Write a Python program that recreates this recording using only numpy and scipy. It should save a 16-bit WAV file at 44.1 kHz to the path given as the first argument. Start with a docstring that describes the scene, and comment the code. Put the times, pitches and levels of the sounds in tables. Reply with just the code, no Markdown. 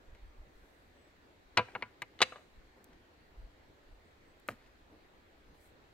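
"""Two pieces of split firewood drop on a small pile in a meadow: each clatters and settles; between, a tap.
Each contact sums decaying log modes, noisy fibres, a pressure swing, a crack and a thud of the turf.
Later comes one dull knock as something is set down, the same way; short echoes and the forest edge answer.
Shaped noise makes the soft steps, bright ticks, scrapes, rustling, far river and light wind on the microphone.
A small bird calls faintly in thin trills: wavering, falling sines."""
import sys
import numpy as np
from scipy import signal
from scipy.fft import rfft, irfft, next_fast_len
from scipy.io import wavfile
from scipy.ndimage import uniform_filter1d, map_coordinates

SR = 44100
rng = np.random.default_rng(int(sys.argv[2]) if len(sys.argv) > 2 else 0)


def output_pcm(signal):
    """Save a mono or channel-first signal as 16-bit PCM at the path in sys.argv[1].

    Samples are clipped to [-1, 1] before scaling.
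    """
    pcm = np.clip(np.atleast_2d(signal).T, -1, 1) * 32767
    wavfile.write(sys.argv[1], SR, np.round(pcm).astype(np.int16))


N = 261898

# spectrum of bright ticks and rustle: (frequency [Hz], density [dB per Hz])
BRIGHT_SPECTRUM = [(1500, -25), (5000, -13), (8000, -3.5), (10000, -10), (11500, -2.5), (13000, -9),
                   (16000, -10.5)]


def amp(db):
    """Decibels to gain."""
    return 10 ** (np.asarray(db) / 20)


def unit(x):
    """Scale to rms 1."""
    return x / np.sqrt(np.mean(x ** 2) + 1e-20)


def blow(x):
    """Scale a short sound to the energy of 10 ms at rms 1."""
    return x / np.sqrt(np.sum(x ** 2) / (SR / 100) + 1e-20)


def along(points, hz):
    """Interpolate (Hz, value) points on a log frequency axis."""
    point_hz, value = np.transpose(points)
    return np.interp(np.log(hz + 1), np.log(point_hz), value)


def filtered(x, response):
    """Multiply the spectrum of x by a response of frequency."""
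    n = x.shape[-1]
    padded = next_fast_len(n + 8192)
    spectrum = rfft(x, padded) * response(np.fft.rfftfreq(padded, 1 / SR))
    return irfft(spectrum, padded)[..., :n]


def noise(spectrum, n):
    """Coloured noise of rms 1."""
    return unit(filtered(rng.standard_normal(n), lambda hz: amp(along(spectrum, hz))))


def fade(t, t60):
    """Exponential decay, 60 dB in t60 seconds."""
    return amp(-60 * t / t60)


def add(track, s, x):
    """Mix x into the track at time s."""
    part = track[round(s * SR):][:len(x)]
    part += x[:len(part)]


def rush(spectrum, patchy_db):
    """Stereo noise whose level drifts in time-frequency patches; the bass is most alike on both sides."""
    # left-right likeness: (frequency [Hz], correlation [-1 to 1])
    likeness = [(60, .92), (150, 0.85), (380, 0.52), (700, .25), (1200, -0.33), (2400, .1), (6000, -0.023)]
    bins = signal.stft(rng.standard_normal((2, N)), nperseg=512)[2]
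    patches = rng.standard_normal(bins.shape[1:])
    patches = uniform_filter1d(patches, size=5, axis=0)
    patches = uniform_filter1d(patches, size=14, axis=1)
    pair = signal.istft(bins * amp(patchy_db * unit(patches)), nperseg=512)[1][:, :N]

    def mid_side_gain(hz):
        angle = np.arccos(np.clip(along(likeness, hz), -1, 1)) / 2
        return amp(along(spectrum, hz)) * [np.cos(angle), np.sin(angle)]

    mid, side = filtered(pair, mid_side_gain)
    return unit(np.array([mid + side, mid - side]))


def from_left(x, offset):
    """A source a little to the left: earlier there, and louder above the bass."""
    # level difference: (frequency [Hz], left minus right [dB])
    left_bias = [(100, -0.5), (400, 1), (800, 1.5), (2400, 3), (4200, 2.2), (8000, 2), (12000, 1.5)]
    # phase lead of the left side, scaled by offset: (frequency [Hz], lead at offset 1 [rad])
    left_lead = [(100, .05), (600, 0.35), (1400, 0.76), (2800, 0.54), (5000, 1.6), (8500, 2.11), (12000, 2)]
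    side = np.array([[.5], [-.5]])

    def response(hz):
        gain = amp(side * along(left_bias, hz))
        return gain * np.exp(1j * side * offset * along(left_lead, hz))

    return filtered(x, response)


def river():
    """The murmur of distant water, a steady shaped noise."""
    # water spectrum: (frequency [Hz], density [dB per Hz])
    river_spectrum = [(29, -28), (50, -6), (83, -2), (119, -10), (193, -10.5), (312, -6), (1200, -15),
                      (1810, -14.5), (3000, -22.5), (4200, -23), (5220, -30.5), (8050, -34.5), (9300, -43),
                      (11300, -37), (15800, -40.5)]
    return amp(-63.5) * rush(river_spectrum, patchy_db=1.36)


def wobble(knots_per_s):
    """A smooth random curve through evenly spaced knots."""
    knots = rng.standard_normal(256)
    return map_coordinates(knots, [np.arange(N) * knots_per_s / SR], mode="wrap")


def wind():
    """Light, unsteady air buffets the microphone as low noise; now and then a puff swells and dies away."""
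    # puffs above the breeze: (time [s], peak level [dB], swell time as Gaussian sigma [s])
    puffs = [(0.11, -48.5, 0.021), (0.26, -51, .025), (0.40, -52, 0.021), (0.59, -62, 0.037),
             (2.575, -57, 0.017), (3.415, -49, 0.031), (3.92, -56.5, 0.024)]
    # buffeting spectrum: (frequency [Hz], density [dB per Hz])
    buffet_spectrum = [(15, -2.5), (28, 2), (48, -0.5), (70, -6.5), (120, -24), (300, -47.5), (1000, -80)]
    breeze_db, swing_db, knots_per_s = -71.5, 3, 7.9
    fall_ratio = 1.33  # fall time over swell time
    t = np.arange(N) / SR
    strength = amp(breeze_db + swing_db * wobble(knots_per_s))
    for s, db, swell_s in puffs:
        width_s = np.where(t < s, swell_s, swell_s * fall_ratio)
        strength = strength + amp(db) * np.exp(-.5 * ((t - s) / width_s) ** 2)
    return strength * rush(buffet_spectrum, patchy_db=0.5)


def scrapes(grain_db=4):
    """Grainy friction of bark and grass as wood is handled and settles, swelling and dying away."""
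    # strokes: (time [s], level [dB], t60 [s])
    strokes = [(.149, -54.5, .04), (1.601, -58.5, 1), (2.235, -59, .25), (2.926, -57, .062),
               (4.497, -50.5, 0.16), (4.58, -61, 0.52), (5.543, -56.5, 0.046)]
    # friction spectrum: (frequency [Hz], density [dB per Hz])
    scrape_spectrum = [(200, -13.5), (600, -0.5), (1100, -5.5), (1900, 0.5), (2700, -7), (3500, -11),
                       (5500, -16), (8000, -22), (15000, -36)]
    track, t = np.zeros(N), np.arange(SR // 2) / SR
    for s, db, t60 in strokes:
        roughness = unit(uniform_filter1d(rng.standard_normal(len(t)), size=120))
        friction = unit(amp(grain_db * roughness) * noise(scrape_spectrum, len(t)))
        envelope = fade(t, t60) * (1 - np.exp(-20 * t / t60))
        add(track, s, amp(db) * envelope * friction)
    return track


def bird(fall=.02, waver_hz=90, trill_hz=36, trill_db=4):
    """High, slightly falling trills: sines with wavering pitch and pulsing level."""
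    # calls: (time [s], length [s], mid pitch [Hz], level before the trill [dB])
    calls = [(0.2, .12, 8540, -90), (0.937, 0.18, 7900, -80), (3.893, 0.066, 8650, -89),
             (4.027, 0.12, 8200, -86), (4.227, .12, 8050, -83)]
    track = np.zeros(N)
    for s, length_s, hz, db in calls:
        u = np.linspace(0, 1, int(length_s * SR))
        waver = unit(uniform_filter1d(rng.standard_normal(len(u)), size=90))
        pitch_hz = hz * (1 - fall * (u - .5)) + waver_hz * waver
        trill = amp(trill_db * (np.cos(2 * np.pi * trill_hz * length_s * u) - .5))
        tone = np.sin(2 * np.pi * np.cumsum(pitch_hz) / SR)
        add(track, s, amp(db) * trill * np.sin(np.pi * u) * tone)
    return track


def rustle():
    """Sleeves and grass brush as the body moves: a bright hiss rises, holds and fades."""
    # brushes: (start [s], length [s], level [dB])
    brushes = [(0.47, 0.55, -82.5), (5.535, 0.09, -79), (5.594, 0.13, -73)]
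    attack, release = 0.15, 0.43  # shares of a stroke's length
    t, strength = np.arange(N) / SR, np.zeros(N)
    for s, length_s, db in brushes:
        u = (t - s) / length_s
        strength += amp(db) * np.clip(np.minimum(u / attack, (1 - u) / release), 0, 1)
    return strength * rush(BRIGHT_SPECTRUM, patchy_db=1.0)


def steps():
    """Weight shifts on the turf: dull noise swells and fades softly."""
    # shifts: (time [s], level [dB], Gaussian sigma [s])
    shifts = [(.65, -65, 0.022), (0.967, -65, 0.013), (1.078, -63.5, 0.0082), (1.771, -57, 0.036),
              (2.777, -59.5, 0.0089), (2.81, -63, 0.0043), (2.895, -64, 0.047), (4.371, -66, 0.012),
              (4.52, -61, 0.013), (4.936, -62, 0.018)]
    # turf spectrum: (frequency [Hz], density [dB per Hz])
    turf_spectrum = [(100, -23.5), (210, -0.5), (290, 2.5), (400, -2), (600, -6.5), (1500, -18.5),
                     (5000, -36), (15000, -38)]
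    strength, t = np.zeros(N), np.arange(N) / SR
    for s, db, sigma_s in shifts:
        strength += amp(db) * np.exp(-.5 * ((t - s) / sigma_s) ** 2)
    return strength * noise(turf_spectrum, N)


def firewood(contacts, modes, ring, vary_db, focus_db, push_db, fibre_db, fibre_t60, crack_t60, thud_t60,
             crack_db, crack_db_per_octave, thud_db, thud_growth, low_cut_hz=75):
    """Each contact pushes the air, cracks, rings the log's modes and thumps the ground."""
    # noisy parts of a blow, each: (frequency [Hz], density [dB per Hz])
    crack_spectrum = [(200, -24), (500, -2.5), (1200, -2), (2700, -2), (4500, -7.5), (5400, -11.5),
                      (8000, -6.5), (10000, -13), (11500, -11.5), (16000, -12.5)]
    fibre_spectrum = [(250, -33), (500, -4.5), (1000, -6), (2700, 0.5), (3300, -11), (4400, -3),
                      (5300, -20.5), (8000, -21.5), (15000, -32)]
    thud_spectrum = [(30, -33), (70, -18), (105, 8), (160, -13.5), (230, 1), (300, -25.5), (500, -10.5),
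                     (1200, -38.5), (4000, -71)]
    medium_hz, medium_db = 2600, -35  # middling contact, the reference for crack and thud
    track, t = np.zeros(N), np.arange(SR // 4) / SR
    hz, mode_db, t60 = np.transpose(modes)[:, :, None]
    signs = (-1) ** np.arange(len(modes))[:, None]
    shapes = signs * np.sin(2 * np.pi * hz * t)
    for s, db, bright_hz, favoured_hz, free in contacts:
        # every blow shares its energy anew among the modes; a pinned log rings shorter than a free one
        strength = amp(mode_db + vary_db * rng.standard_normal(hz.shape))
        tone = blow(np.sum(shapes * strength * fade(t, t60 * ring * free), axis=0))
        # the sudden stop sends out one short swing of pressure
        u = 2 * np.pi * favoured_hz * t - np.pi
        push = amp(push_db) * blow(u * np.exp(-.5 * u ** 2))
        # the ragged shape and the pile beneath add many weak, crowded modes, heard as noise
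        fibres = amp(fibre_db) * blow(noise(fibre_spectrum, len(t)) * fade(t, fibre_t60 * free))
        # the share of crack depends on the contact's brightness
        crack_gain = amp(crack_db + crack_db_per_octave * np.log2(bright_hz / medium_hz))
        crack = crack_gain * blow(noise(crack_spectrum, len(t)) * fade(t, crack_t60))
        # the point of contact favours one part of the body's range
        body = tone + fibres
        focus = signal.lfilter(*signal.iirpeak(favoured_hz, 2.4, fs=SR), body)
        body = blow(body + amp(focus_db) * focus)
        # a softer contact leaves out the treble
        soft = signal.butter(2, bright_hz, fs=SR)
        knock = blow(signal.lfilter(*soft, body + push + crack))
        # the thud of the turf grows with the force of the blow
        thud = blow(noise(thud_spectrum, len(t)) * fade(t, thud_t60) * (1 - np.exp(-t / .002)))
        thud_gain = amp(thud_db + thud_growth * (db - medium_db))
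        add(track, s, amp(db) * knock + thud_gain * thud)
    # a high-pass takes away the deep bass
    return signal.lfilter(*signal.butter(2, low_cut_hz, "high", fs=SR), track)


def first_piece():
    """The first log strikes the pile, rocks and settles; later the second taps it, ringing the same modes."""
    # contacts, the last two the tap:
    # (time [s], level [dB], low-pass cutoff [Hz], favoured frequency [Hz], ring length factor)
    contacts = [(1.571, -29, 3498, 1190, 0.73), (1.5738, -23.5, 5090, 4115, 0.49),
                (1.5765, -28.5, 4780, 2400, 1.4), (1.5825, -24.5, 2600, 1100, .62),
                (1.5905, -27, 2595, 854, 1.13), (1.685, -51.5, 1795, 690, 0.86),
                (1.751, -36.5, 2400, 1394, 0.47), (1.755, -44.5, 1402, 980, 0.78),
                (1.7611, -42.5, 1500, 1020, 0.25), (1.812, -58, 3000, 500, .6),
                (1.8236, -35, 2700, 2363, 0.48), (1.827, -42.5, 1908, 1063, 1.6),
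                (2.0197, -37.5, 5500, 1250, 0.45), (2.0255, -45.5, 2588, 752, 0.87)]
    # log modes: (frequency [Hz], relative level [dB], t60 before the ring factors [s])
    modes = [(227.9, -17.5, .1), (348, -12.5, .06), (496, -7.5, 0.1), (673, -9, 0.063), (806, -4.5, .06),
             (890, -5, 0.032), (994, -1, 0.084), (1120, -14, 0.042), (1195, -7, 0.068), (1353, -10.5, 0.13),
             (1440, -9.5, 0.11), (1605, -3, .08), (2092, 3, 0.052), (2230, -4, 0.094), (2354, 0.5, 0.053),
             (2527, -2.5, .055), (2820, -4, .07), (2905, -5, .07), (3570, -11, 0.046), (4000, -9.5, 0.061),
             (4198, -10.5, 0.041), (4400, -11.5, .035)]
    return firewood(contacts, modes, ring=0.92, vary_db=5.0, focus_db=4.5, push_db=-13,
                    fibre_db=-4.5, fibre_t60=0.069, crack_t60=0.02, thud_t60=0.13,
                    crack_db=-7.5, crack_db_per_octave=5.5, thud_db=-52, thud_growth=1.15)


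def nearby(x):
    """Quick reflections off the turf and a parked vehicle: decaying noise, different on each side."""
    t = np.arange(SR // 16) / SR
    scatter = rng.standard_normal((2, len(t))) * fade(t, .035)
    return signal.fftconvolve(x[None], scatter / np.linalg.norm(scatter[0]), axes=1)[:, :N]


def forest(x, dull_hz=5000):
    """Thin scatter from ground and trees, dulled by distance; its decay time varies with frequency."""
    # scatter decay: (frequency [Hz], t60 [s])
    forest_t60 = [(150, .35), (700, 0.29), (2500, 0.46), (5000, 0.43), (12000, 1)]
    hz, t, bins = signal.stft(rng.standard_normal((2, SR * 3 // 4)), SR, nperseg=256)
    decay = fade(t, along(forest_t60, hz)[:, None])
    onset = 1 - np.exp(-t / 0.01)
    dulling = np.hypot(1, hz / dull_hz)[:, None]
    tail = signal.istft(bins * decay * onset / dulling, SR, nperseg=256)[1]
    return signal.fftconvolve(x[None], tail / np.linalg.norm(tail[0]), axes=1)[:, :N]


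def bright_ticks():
    """Small bright ticks of decaying noise."""
    # ticks: (time [s], level [dB], t60 [s])
    ticks = [(2.021, -51, .022), (2.8428, -52.5, 0.015), (4.398, -66, 0.03), (4.479, -57, 0.052),
             (4.4872, -48, .028), (4.494, -62, 0.18)]
    track, t = np.zeros(N), np.arange(SR // 4) / SR
    for s, db, t60 in ticks:
        add(track, s, amp(db) * noise(BRIGHT_SPECTRUM, len(t)) * fade(t, t60))
    return track


def second_piece():
    """The second log lands and settles, with its own modes and a shorter ring factor."""
    # contacts: (time [s], level [dB], low-pass cutoff [Hz], favoured frequency [Hz], ring length factor)
    contacts = [(2.190, -51, 5000, 2000, 1.2), (2.205, -33.5, 2300, 900, 0.53),
                (2.2171, -20, 7000, 1120, .89), (2.2225, -30.5, 8400, 3700, 1),
                (2.2255, -22, 6500, 2400, .9), (2.322, -45, 1290, 1240, 1.9),
                (2.358, -47.5, 1200, 646, 3.3)]
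    # log modes: (frequency [Hz], relative level [dB], t60 before the ring factors [s])
    modes = [(385.7, -10.5, 0.044), (514.4, -14, 0.31), (646, -25.5, 0.15), (737, -10, 0.072),
             (861, -8, 0.01), (1005, -16.5, 0.027), (1200, 0.5, 0.052), (1341, -9.5, 0.044),
             (1836, -30, 0.021), (2170, -7, 0.063), (2200, -8.5, .05), (2530, 2, 0.017), (2585, -14, 0.013),
             (2900, -0.5, 0.013), (2900, -2.5, 0.062), (2954, -2.5, .045), (3570, 7, 0.016),
             (3960, 1.5, 0.05), (4150, -2, 0.057), (4600, -1, .03), (5556, -12, .04), (6420, -6, 0.039)]
    return firewood(contacts, modes, ring=0.73, vary_db=0.5, focus_db=-1.5, push_db=-7.5,
                    fibre_db=-1.5, fibre_t60=0.051, crack_t60=0.033, thud_t60=0.076,
                    crack_db=-1.5, crack_db_per_octave=-0.7, thud_db=-58.5, thud_growth=0.6, low_cut_hz=110)


def set_down():
    """Something is set down: two close contacts ring dull modes as one knock."""
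    # contacts: (time [s], level [dB], low-pass cutoff [Hz], favoured frequency [Hz], ring length factor)
    contacts = [(4.4872, -34.5, 3300, 1310, 0.95), (4.4905, -38.5, 1490, 570, 0.95)]
    # dull modes: (frequency [Hz], relative level [dB], t60 before the ring factors [s])
    modes = [(124, -9, 0.079), (261, -16.5, 0.29), (390, -38, 0.018), (600, 7, 0.013), (710, 0, 0.065),
             (1287, 10.5, 0.02), (1590, -5, 0.061), (2040, -8, 0.0044)]
    return firewood(contacts, modes, ring=.9, vary_db=2.0, focus_db=-18, push_db=-9.5,
                    fibre_db=-5.5, fibre_t60=0.027, crack_t60=0.0062, thud_t60=0.18,
                    crack_db=-2.5, crack_db_per_octave=3.0, thud_db=-45.5, thud_growth=1.4, low_cut_hz=45)


def scene():
    """The wood pile in front of river, wind and bird."""
    drops = first_piece() + second_piece()
    last = set_down()
    near = from_left(drops + steps() + scrapes(), offset=1.074)
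    near = near + from_left(last + bright_ticks(), offset=0.66)
    echoes = amp(-18.5) * nearby(drops + last) + amp(-27) * forest(drops + last)
    return near + echoes + rustle() + river() + wind() + bird()


def record(dry):
    """Band limit: a 400 Hz wide linear slope around 15.9 kHz removes all above."""
    top_hz = 15900
    return filtered(dry, lambda hz: np.clip((top_hz - hz) / 400 + .5, 0, 1))


dry = scene()
out = record(dry)
output_pcm(out)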